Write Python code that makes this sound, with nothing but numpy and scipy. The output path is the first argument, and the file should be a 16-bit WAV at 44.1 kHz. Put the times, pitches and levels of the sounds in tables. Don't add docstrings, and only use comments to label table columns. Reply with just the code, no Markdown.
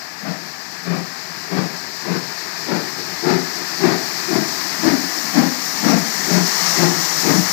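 import sys
import numpy as np
from scipy import signal
from scipy.fft import rfft, irfft
from scipy.io import wavfile
from scipy.ndimage import uniform_filter1d

SR = 44100
rng = np.random.default_rng(int(sys.argv[2]) if len(sys.argv) > 2 else 0)


def dump_mix(stems):
    frames = np.atleast_2d(stems).T
    limited = np.clip(frames, -1, 1)
    pcm = np.round(limited * 32767).astype(np.int16)
    wavfile.write(sys.argv[1], SR, pcm)


N = 331632
TIME_S = np.arange(N) / SR


def gain_of(db):
    return 10 ** (np.asarray(db) / 20)


def unit_rms(x):
    return x / np.sqrt(np.mean(x ** 2) + 1e-20)


def value_at(rows, hz):
    row_hz, values = np.transpose(rows)
    return np.interp(np.log(hz + 1), np.log(row_hz + 1), values)


def coloured(x, spectrum):
    hz = np.fft.rfftfreq(len(x), 1 / SR)
    return unit_rms(irfft(rfft(x) * gain_of(value_at(spectrum, hz)), len(x)))


def eddies(size, cutoff_hz):
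    hz = np.fft.rfftfreq(size, 1 / SR)
    white = rfft(rng.standard_normal(size))
    return unit_rms(irfft(white * (hz > 0) / (1 + (hz / cutoff_hz) ** 4), size))


def turbulence(spectrum, flutter_db, flutter_hz):
    return coloured(rng.standard_normal(N), spectrum) * gain_of(flutter_db * eddies(N, flutter_hz))


def resonant_noise(hz, width_hz):
    b, a = signal.iirpeak(hz, hz / width_hz, fs=SR)
    once = signal.lfilter(b, a, rng.standard_normal(N))
    return unit_rms(signal.lfilter(b, a, once))


def add(mix, start_s, sound):
    part = mix[max(round(start_s * SR), 0):][:len(sound)]
    part += sound[:len(part)]


def distance_m(t, start_m=21.8, speed_m_per_s=2.3, accel_m_per_s2=0.1286, aside_m=2.98):
    return np.hypot(start_m - speed_m_per_s * t - accel_m_per_s2 * t ** 2 / 2, aside_m)


def platform_bounce(x, chimney_m=3.837, listener_m=1.5, reflected_gain=0.32):
    ground_m = distance_m(TIME_S)
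    direct_m = np.hypot(ground_m, chimney_m - listener_m)
    bounced_m = np.hypot(ground_m, chimney_m + listener_m)
    lag_s = (bounced_m - direct_m) / 343
    return x + reflected_gain * np.interp(TIME_S - lag_s, TIME_S, x)


def cylinder_passing(span_s=0.18, centre_s=6.68):
    return np.exp(-((TIME_S - centre_s) / span_s) ** 2)


def beamed_jet(far, near, flutter_db, turn_s=4.99, turn_span_s=0.67, min_facing=0.12):
    turned = 1 / (1 + np.exp((turn_s - TIME_S) / turn_span_s))
    facing = min_facing + (1 - min_facing) * turned
    far_noise = turbulence(far, flutter_db, flutter_hz=12)
    near_noise = turbulence(near, flutter_db, flutter_hz=16)
    return np.sqrt(1 - facing) * far_noise + np.sqrt(facing) * near_noise


# time in seconds, relative level in dB.
STEAM_SWELL = [(0.1, -38), (0.82, -37.5), (1.87, -34.5), (4.8, -27.5), (5.58, -26.5), (6.61, -21),
               (7.5, -20.5)]


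def swell_db():
    level_db = np.interp(TIME_S, *np.transpose(STEAM_SWELL))
    return level_db - level_db.mean()


# frequency in Hz, relative density in dB.
RUMBLE_SPECTRUM = [(20, -56), (50, -63), (85, -17.5), (125, -10), (170, 3), (215, -3), (280, -2), (370, -2),
                   (470, -10.5), (650, -27), (2000, -73)]


def draught_rumble():
    level_db = -34 + 0.59 * swell_db()
    return gain_of(level_db) * turbulence(RUMBLE_SPECTRUM, flutter_db=1.4, flutter_hz=9.5)


# frequency in Hz, relative density in dB.
ROAR_FAR_SPECTRUM = [(300, -33), (520, -16), (630, 1.5), (830, 1), (1000, 0.5), (1200, 1.5), (1440, -1.5),
                     (1620, 4), (1730, 6), (1850, 4), (2130, -0.5), (2480, -1.5), (2800, -9), (8000, -26)]
ROAR_NEAR_SPECTRUM = [(300, -21), (450, -6), (520, -7), (650, -2.5), (790, 2.5), (950, 1), (1200, 2),
                      (1480, -3), (1720, 3), (1920, 4.5), (2200, -1.5), (2500, -6.5), (2850, -9),
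                      (3600, -12.5), (8000, -56)]


def boiler_roar():
    level_db = -26.5 + 0.68 * swell_db() + 2 * cylinder_passing()
    return gain_of(level_db) * beamed_jet(ROAR_FAR_SPECTRUM, ROAR_NEAR_SPECTRUM, flutter_db=0.5)


# frequency in Hz, relative density in dB.
HISS_FAR_SPECTRUM = [(2000, -40), (3400, -17), (4200, -3.5), (4800, 0.5), (5400, -2), (6300, -10),
                     (7500, -12), (8400, -22), (10300, -31), (12200, -29), (13200, -14.5), (15500, -26)]
HISS_NEAR_SPECTRUM = [(2000, -26), (3500, -13), (4300, -2.5), (5100, -0.5), (5420, 2.5), (5800, 1.5),
                      (6300, -2.5), (7100, -4), (8400, -14.5), (10500, -17), (12200, -14.5), (13800, -10),
                      (15500, -10)]


def cylinder_leak(mean_db=-24, passing_db=1, sizzle_hz=9000):
    level_db = mean_db + swell_db() + passing_db * cylinder_passing()
    shelf_db = 1 - 3 * cylinder_passing(span_s=0.66)
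    hiss = beamed_jet(HISS_FAR_SPECTRUM, HISS_NEAR_SPECTRUM, flutter_db=0.7)
    sizzle = signal.sosfiltfilt(signal.butter(4, sizzle_hz, "high", fs=SR, output="sos"), hiss)
    return gain_of(level_db) * (hiss + (gain_of(shelf_db) - 1) * sizzle)


def steam_ring(start_db=-46.5, fade_db_per_s=0.5):
    return gain_of(start_db - fade_db_per_s * TIME_S) * resonant_noise(hz=1725, width_hz=55)


# frequency in Hz, relative density in dB.
BOOM_SPECTRUM = [(40, -64), (90, -27), (125, -20), (155, -5.5), (176, 4.5), (197, -6), (235, -9),
                 (330, -9.5), (1000, -65)]
BARK_SPECTRUM = [(60, -70), (140, -16), (200, -11.5), (245, 5), (300, -4), (345, 4), (400, -5),
                 (480, -24.5), (700, -26), (2000, -82)]
RASP_SPECTRUM = [(25, -44), (60, -25), (105, -18), (200, -36), (430, 7.5), (520, -1.5), (640, 5.5),
                 (820, 4), (1000, -1), (1400, -2.5), (1850, -3), (2400, -7), (3100, -19), (4800, -7.5),
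                 (10000, -45)]
LEAD_S = 0.03


def chuff(level_db, bark_ratio, boom_db, thump_db, bark_db=2.5, rasp_db=1.05):
    t = np.arange(SR // 2) / SR - LEAD_S
    crack_s, peak_s, closing_s, shut_s, end_s = 0.015, 0.078, 0.15, 0.168, 0.268
    jet_db = np.interp(t, [t[0], crack_s, peak_s, closing_s, shut_s, end_s],
                       [-42, -6.5, 0, -7.5, -16, -60])
    lumps_db = 1.77 * eddies(len(t), cutoff_hz=26)
    low, middle, high = gain_of(jet_db + lumps_db) * rng.standard_normal((3, len(t)))
    lag_s, bark_decay_s, thump_width_s = 0.012, 0.5, 0.015
    boom = coloured(np.interp(t - lag_s, t, low), BOOM_SPECTRUM)
    bark_spectrum = [(hz * bark_ratio, db) for hz, db in BARK_SPECTRUM]
    bark = coloured(middle * np.exp(-t / bark_decay_s), bark_spectrum)
    rasp = coloured(high, RASP_SPECTRUM)
    jet = gain_of(boom_db) * boom + gain_of(bark_db) * bark + gain_of(rasp_db) * rasp
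    open_share = closing_s * SR / len(t)
    swing = (t - peak_s - lag_s) / thump_width_s
    thump = gain_of(thump_db) * swing * np.exp(-swing ** 2 / 2)
    return gain_of(level_db) * jet * np.sqrt(open_share) + thump


# valve opening in seconds, level in dB, bark pitch ratio.
EXHAUST_BEATS = [(.212, -31, .82), (.856, -28.5, 1.06), (1.503, -25, 1.13), (2.042, -28, 0.99),
                 (2.668, -24.5, 1.01), (3.23, -21, 1), (3.798, -20.5, 1.02), (4.275, -25.5, 0.94),
                 (4.82, -22, 0.91), (5.33, -21, 0.808), (5.826, -18, 0.88), (6.266, -21.5, 0.956),
                 (6.766, -20.5, 1.02), (7.229, -19.5, 1.03)]


def exhaust(beats_per_turn=4, thump_reach_m=9.2):
    beats = np.zeros(N)
    hardest_db = max(row[1] for row in EXHAUST_BEATS)
    for number, (start_s, level_db, bark_ratio) in enumerate(EXHAUST_BEATS, 1):
        weak = number % beats_per_turn == 0
        boom_db = 6 if weak else 4
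        effort_db = 0.35 * (level_db - hardest_db)
        distance_loss_db = 20 * np.log10(1 + (distance_m(start_s) / thump_reach_m) ** 4)
        thump_db = (-10 if weak else 4) + effort_db - distance_loss_db
        add(beats, start_s - LEAD_S, chuff(level_db, bark_ratio, boom_db, thump_db))
    return beats


# frequency in Hz, time to fall 60 dB in seconds.
STATION_T60 = [(150, 0.49), (500, 1), (2000, 0.27), (8000, 0.45)]
# delay in seconds, gain in dB.
STATION_ECHOES = [(.034, -15), (0.073, -14.5), (.118, -18)]


def station_reflections(x, tail_db=-16.5, taps_per_s=2000):
    taps = rng.choice([-1., 1.], SR) * (rng.random(SR) < taps_per_s / SR)
    taps *= np.arange(SR) > SR // 40
    hz, t, frames = signal.stft(taps, SR, nperseg=256)
    decay_db = -60 * t / value_at(STATION_T60, hz)[:, None]
    _, tail = signal.istft(frames * gain_of(decay_db), SR, nperseg=256)
    response = gain_of(tail_db) * tail / np.linalg.norm(tail)
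    for delay_s, echo_db in STATION_ECHOES:
        add(response, delay_s, gain_of([echo_db]))
    return signal.fftconvolve(x, response)[:N]


# centre in seconds, length in seconds, pitch in Hz, level in dB.
STEAM_GULPS = [(.922, 0.1, 171.8, -13), (1.6, .15, 183.4, -13), (2.12, .11, 176, -17),
               (3.852, .07, 363, -5.5), (4.302, 0.059, 374, -15.5), (4.943, 0.046, 277, -7),
               (5.395, 0.085, 243, -7.5), (7.39, .0593, 178, -2)]


def chimney_hoots(waver_depth=0.027, waver_hz=73):
    hoots = np.zeros(N)
    for centre_s, length_s, pitch_hz, level_db in STEAM_GULPS:
        size = round(length_s * SR)
        hz = pitch_hz * (1 + waver_depth * eddies(size, waver_hz))
        cycles = np.cumsum(hz) / SR + rng.random()
        envelope = gain_of(level_db) * np.hanning(size)
        add(hoots, centre_s - length_s / 2, envelope * np.sin(2 * np.pi * cycles))
    return hoots


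def steam_spit(centre_s=5.9, span_s=0.044, level_db=-21):
    envelope = gain_of(level_db) * np.exp(-((TIME_S - centre_s) / span_s) ** 2)
    return envelope * resonant_noise(hz=5670, width_hz=220)


def scene():
    beats = platform_bounce(exhaust()) + chimney_hoots()
    echoes = station_reflections(beats)
    steady = platform_bounce(draught_rumble()) + boiler_roar() + cylinder_leak() + steam_ring()
    left = beats + echoes + steady + steam_spit()
    return np.array([left, np.zeros(N)])


def limiter(x, threshold_db=-8, slope=0.39, release_db_per_s=5, smoothing_hz=12):
    power_db = 10 * np.log10(abs(uniform_filter1d(x[0] ** 2, size=1300)) + 1e-12)
    release_db = release_db_per_s * TIME_S
    held_db = np.maximum.accumulate(power_db + release_db) - release_db
    over_db = np.maximum(held_db - threshold_db, 0)
    b, a = signal.butter(2, smoothing_hz, fs=SR)
    return x * gain_of(-slope * signal.lfilter(b, a, over_db))


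def record(dry, low_cut_hz=65, high_cut_hz=15400):
    low_cut = signal.butter(4, low_cut_hz, "high", fs=SR, output="sos")
    high_cut = signal.firwin(1023, high_cut_hz, window=("kaiser", 9), fs=SR)
    clipped = np.clip(signal.sosfilt(low_cut, limiter(dry)), -1, 1)
    return signal.oaconvolve(clipped, high_cut[None], "same", axes=1)


dry = scene()
out = record(dry)
dump_mix(out)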